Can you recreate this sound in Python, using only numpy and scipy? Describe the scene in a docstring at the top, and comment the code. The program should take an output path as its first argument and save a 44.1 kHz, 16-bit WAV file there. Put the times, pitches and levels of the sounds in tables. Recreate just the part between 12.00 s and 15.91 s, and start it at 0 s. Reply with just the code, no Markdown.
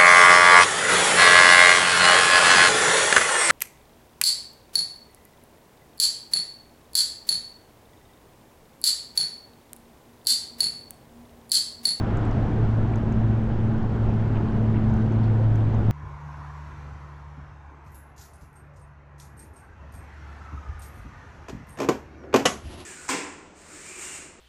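"""On a calm river, aboard a small gliding boat, one microphone close to motor and water.
The motor hums on two low partials and slows a little at the end; under it the hull rumbles.
Water washes along the side, with ringing bubbles, small gurgles and a few droplets ticking.
Puffs of air brush the microphone, and the wake fizzes faintly behind it all."""
import sys
import numpy as np
from scipy import signal
from scipy.fft import rfft, irfft
from scipy.io import wavfile
from scipy.ndimage import uniform_filter1d

SR = 44100
rng = np.random.default_rng(int(sys.argv[2]) if len(sys.argv) > 2 else 0)


def store_wav(level_fs):
    """Save 16-bit WAV to argv[1]."""
    pcm = np.round(np.clip(np.atleast_2d(level_fs), -1, 1) * 32767)
    wavfile.write(sys.argv[1], SR, pcm.T.astype(np.int16))


N = 172431
T = np.arange(N) / SR
FREQS = np.fft.rfftfreq(N, 1 / SR)


def amp(db):
    """Decibels to gain."""
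    return 10 ** (np.asarray(db) / 20)


def unit(x):
    """Scales to rms 1."""
    return x / np.sqrt(np.mean(x ** 2) + 1e-20)


def curve(points):
    """Joins (time [s], value) rows by straight lines."""
    return np.interp(T, *np.transpose(points))


def add(mix, start_s, sound):
    """Mixes a sound in at a time."""
    part = mix[max(round(start_s * SR), 0):][:len(sound)]
    part += sound[:len(part)]


def drift(top_hz):
    """Random wandering below top_hz, at rms 1."""
    spectrum = rfft(rng.standard_normal(N)) * (FREQS > 0)
    return unit(irfft(spectrum / (1 + (FREQS / top_hz) ** 4), N))


def colour(x, points):
    """Filters by (frequency [Hz], level [dB]) rows, to rms 1."""
    hz, db = np.transpose(points)
    gain = amp(np.interp(np.log(FREQS + 1), np.log(hz), db))
    return unit(irfft(rfft(x) * gain, N))


def motor(waver_hz=0.089, flutter_db=0.3, hum_trim_db=0.75, upper_trim_db=0.44, third_db=-25):
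    """The motor, heard from on board: a hum whose fundamental and upper partials swell separately."""
    # motor speed (time [s], hum pitch [Hz])
    speed = [(0, 109.6), (1.2, 110.2), (1.7, 110.5), (2.35, 110.5), (2.95, 109.3), (3.25, 109.9),
             (3.91, 108)]
    # swell of the fundamental (time [s], level before trim [dB])
    hum = [(0, -28), (.5, -28.5), (.63, -22), (.88, -25), (1.09, -29), (1.25, -23), (1.52, -26.5),
           (1.7, -24), (1.79, -31.5), (1.92, -26), (2.15, -26), (2.32, -24), (2.5, -32), (2.62, -22),
           (3, -25.5), (3.22, -20), (3.3, -22.5), (3.4, -19.5), (3.62, -21.5), (3.77, -23.5), (3.91, -18)]
    # swell of the octave and the faint third partial (time [s], level before trim [dB])
    octave = [(0, -38.5), (.95, -36), (1.22, -29), (1.57, -33.5), (1.72, -27.5), (1.82, -33.5),
              (2.05, -34.5), (2.34, -38.5), (2.43, -30), (2.62, -27.5), (2.98, -26), (3.4, -36.5),
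              (3.91, -36)]
    phase = 2 * np.pi * np.cumsum(curve(speed) + waver_hz * drift(top_hz=18)) / SR
    low = amp(curve(hum) + hum_trim_db) * np.cos(phase)
    upper = amp(curve(octave) + upper_trim_db) * (np.cos(2 * phase) + amp(third_db) * np.cos(3 * phase))
    return np.sqrt(2) * (low + upper) * amp(flutter_db * drift(top_hz=5.4))


def rumble(hull_hz=134.2, half_width_hz=11, hull_db=-37.5):
    """Low turbulence of water and air, and one resonance of the hull underfoot."""
    # colour of the turbulence (frequency [Hz], relative level [dB])
    spectrum = [(5, 4), (22, -7.5), (55, 0), (85, -3), (115, -2.5), (160, -6.5), (215, -6.5), (280, -10),
                (360, -12.5), (450, -18.5), (600, -31.5), (1200, -59), (4000, -93.5)]
    # strength of the turbulence (time [s], level [dB])
    churn = [(0, -25), (.6, -24.5), (1.2, -25.5), (1.7, -26), (2.1, -25.5), (2.55, -25), (3, -25.5),
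             (3.6, -27), (3.91, -25)]
    hull = irfft(rfft(rng.standard_normal(N)) / (1 + ((FREQS - hull_hz) / half_width_hz) ** 2), N)
    turbulence = amp(curve(churn)) * colour(rng.standard_normal(N), spectrum)
    return turbulence + amp(hull_db) * unit(hull)


def wash(patchy_db=0.61, lap_db=0.14):
    """Water sliding along the side, close by: a dull hiss in shifting patches."""
    # colour of the sliding water (frequency [Hz], relative level [dB])
    spectrum = [(100, -23), (400, -1), (580, 0), (740, 0.5), (1000, -4), (1220, -8.5), (1450, -8),
                (2000, -16.5), (2500, -21), (3200, -23.5), (4100, -30), (5100, -34.5), (6000, -36.5),
                (8000, -43), (10000, -58.5), (14500, -64)]
    # strength of the flow (time [s], level [dB])
    flow = [(0, -36.5), (.3, -36.5), (.7, -37.5), (1.2, -39), (1.7, -39), (2.35, -38), (3, -38.5),
            (3.55, -39), (3.91, -38.5)]
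    cells = signal.stft(rng.standard_normal(N), nperseg=512, noverlap=384)[2]
    patches = uniform_filter1d(rng.standard_normal(cells.shape), size=8, axis=0)  # across frequency
    patches = unit(uniform_filter1d(patches, size=22, axis=1))  # across time
    noise = signal.istft(cells * amp(patchy_db * patches), nperseg=512, noverlap=384)[1][:N]
    return amp(curve(flow) + lap_db * drift(top_hz=8)) * colour(noise, spectrum)


def bubble(hz, cycles=3.7, glide=0.028):
    """One bubble: a brief ring that rises a little and falls to 1/e in `cycles` periods."""
    age = np.arange(0, 6 * cycles / hz, 1 / SR) * hz / cycles  # in decay times
    phase = 2 * np.pi * cycles * age * (1 + glide * age / 2)
    return np.sin(phase) * np.exp(-age) * (1 - np.exp(-10 * age))


def glugs():
    """Single bubbles: large ones ring low under the hull, small ones plop beside it."""
    # bubbles at the hull (time [s], level [dB], pitch [Hz])
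    plops = [(.495, -23.5, 287), (.523, -43, 2290), (.582, -25, 418), (.9355, -42, 2290),
             (1.121, -42.5, 2210), (1.225, -27, 326), (2.062, -27, 354), (2.769, -42, 2150),
             (3.107, -26, 367), (3.31, -30, 493), (3.397, -28.5, 506)]
    out = np.zeros(N)
    for start, db, hz in plops:
        add(out, start, amp(db) * bubble(hz, cycles=11))
    return out


def gurgles(pitch_spread=0.29, count=14):
    """Tight clusters of bubbles where a ripple folds against the hull."""
    # clusters (time [s], length [s], level of each bubble [dB], centre pitch [Hz])
    clusters = [(0.315, 0.03, -53, 3900), (0.933, 0.012, -49, 2300), (2.34, 0.035, -41.5, 2320),
                (2.74, 0.027, -44, 2190), (3.234, 0.014, -51, 3500)]
    out = np.zeros(N)
    for start, length, db, centre_hz in clusters:
        for when, detune in rng.random((count, 2)):
            hz = centre_hz * (1 + pitch_spread * (2 * detune - 1))
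            add(out, start + when * length, amp(db) * bubble(hz))
    return out


def drops(overtone_db=-5.5, snap_db=-6, spray_db=-17.5, spray_s=0.015, spray_hz=6000):
    """Droplets land nearby with a millisecond ping; bright ones add an overtone, a snap and spray."""
    # droplets (time [s], ping level [dB], pitch [Hz], brightness [dB], rise [ms])
    droplets = [(0.173, -40.5, 7100, -24, 0.2), (0.2533, -47.5, 7700, -26, .3),
                (0.3128, -42, 5800, -28, .17), (.9587, -40, 6400, -11, 0.21),
                (1.1246, -44, 6500, -29, 0.25), (1.4148, -58, 13900, -25, .2), (1.8292, -49, 4820, -22, .3),
                (2.139, -51, 4700, -28, .25), (2.3245, -66, 13400, -26, .16),
                (2.741, -63.5, 10800, -16, 0.16), (2.766, -64, 14000, -17, .25),
                (2.904, -54, 6500, -28, .25), (2.9398, -46, 6290, -6, .28), (2.9674, -50, 5830, -28, .35),
                (3.1226, -49, 6400, -31.5, .3), (3.2419, -49, 4740, -23.5, .28),
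                (3.5581, -44, 6290, -7.5, 0.23), (3.7468, -49, 6300, -19, 0.27)]
    out, t = np.zeros(N), np.arange(4096) / SR
    highpass = signal.butter(2, spray_hz, "high", fs=SR)
    for start, db, hz, bright_db, rise_ms in droplets:
        age = 1000 * t / rise_ms  # in rise times
        envelope = age * np.exp(1 - age)
        phase = 2 * np.pi * hz * t
        hiss = signal.lfilter(*highpass, rng.standard_normal(len(t)))
        splash = hiss * (amp(snap_db) * envelope + amp(spray_db) * np.exp(-t / spray_s))
        overtone = amp(overtone_db) * envelope * np.sin(2 * phase) * (2 * hz < SR / 2)
        add(out, start, amp(db) * (envelope * np.sin(phase) + amp(bright_db) * (overtone + splash)))
    return out


def gusts(half_length_s=0.038):
    """Soft puffs of air buffet the microphone."""
    # puffs (time [s], level [dB])
    puffs = [(1.04, -30), (1.19, -26.5), (2.07, -22), (2.41, -31), (2.54, -23.5), (3.78, -24)]
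    envelope = sum(amp(db) * np.exp(-((T - peak_s) / half_length_s) ** 2) for peak_s, db in puffs)
    return envelope * drift(top_hz=63.5)


def wavelet(peak_s=0.19, half_length_s=0.18, level_db=-43.5):
    """A wavelet breaks up at the bow: a short rush of brighter water."""
    # colour of the rush (frequency [Hz], relative level [dB])
    spectrum = [(300, -14), (800, -2.5), (1300, 4.5), (2000, -13), (3200, -16.5), (5000, -35), (12000, -72)]
    swell = np.exp(-((T - peak_s) / half_length_s) ** 2)
    return amp(level_db) * swell * colour(rng.standard_normal(N), spectrum)


def bubbles(level_db=-55.5, per_s=210, spread_db=10.5, db_per_octave=-7.5, low_hz=800, high_hz=5500):
    """Countless faint bubbles in the wash; the high ones are weaker."""
    out = np.zeros(N)
    pitches = np.geomspace(low_hz, high_hz, 30)
    for hz in pitches:
        hits = rng.random(N) < per_s / len(pitches) / SR
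        strength_db = spread_db * np.minimum(rng.exponential(1, N), 3)
        gain = amp(strength_db + db_per_octave * np.log2(hz / low_hz))
        out += signal.oaconvolve(hits * gain, bubble(hz))[:N]
    return amp(level_db) * unit(out)


def fizz(level_db=-79, flurry_db=1, onset_s=0.6):
    """Tiny bubbles burst astern in the wake: a faint, smooth hiss that fades in and wavers."""
    # colour of the fizz (frequency [Hz], relative level [dB])
    spectrum = [(2000, -18), (7000, 0.5), (10000, -11), (14500, -13.5)]
    flurry = amp(flurry_db * drift(top_hz=8)) * np.minimum(T / onset_s, 1) ** 2
    return amp(level_db) * flurry * colour(rng.standard_normal(N), spectrum)


def scene():
    """Boat, air and water at one microphone on board."""
    boat_and_air = motor() + rumble() + gusts()
    water = wash() + wavelet() + bubbles() + fizz() + gurgles() + glugs() + drops()
    return (boat_and_air + water)[None]


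def record(dry, edge_hz=15100):
    """The recorder's band limit."""
    lowpass = signal.firwin(511, edge_hz, window=("kaiser", 9), fs=SR)
    return signal.oaconvolve(dry, lowpass[None], "same")


dry = scene()
out = record(dry)
store_wav(out)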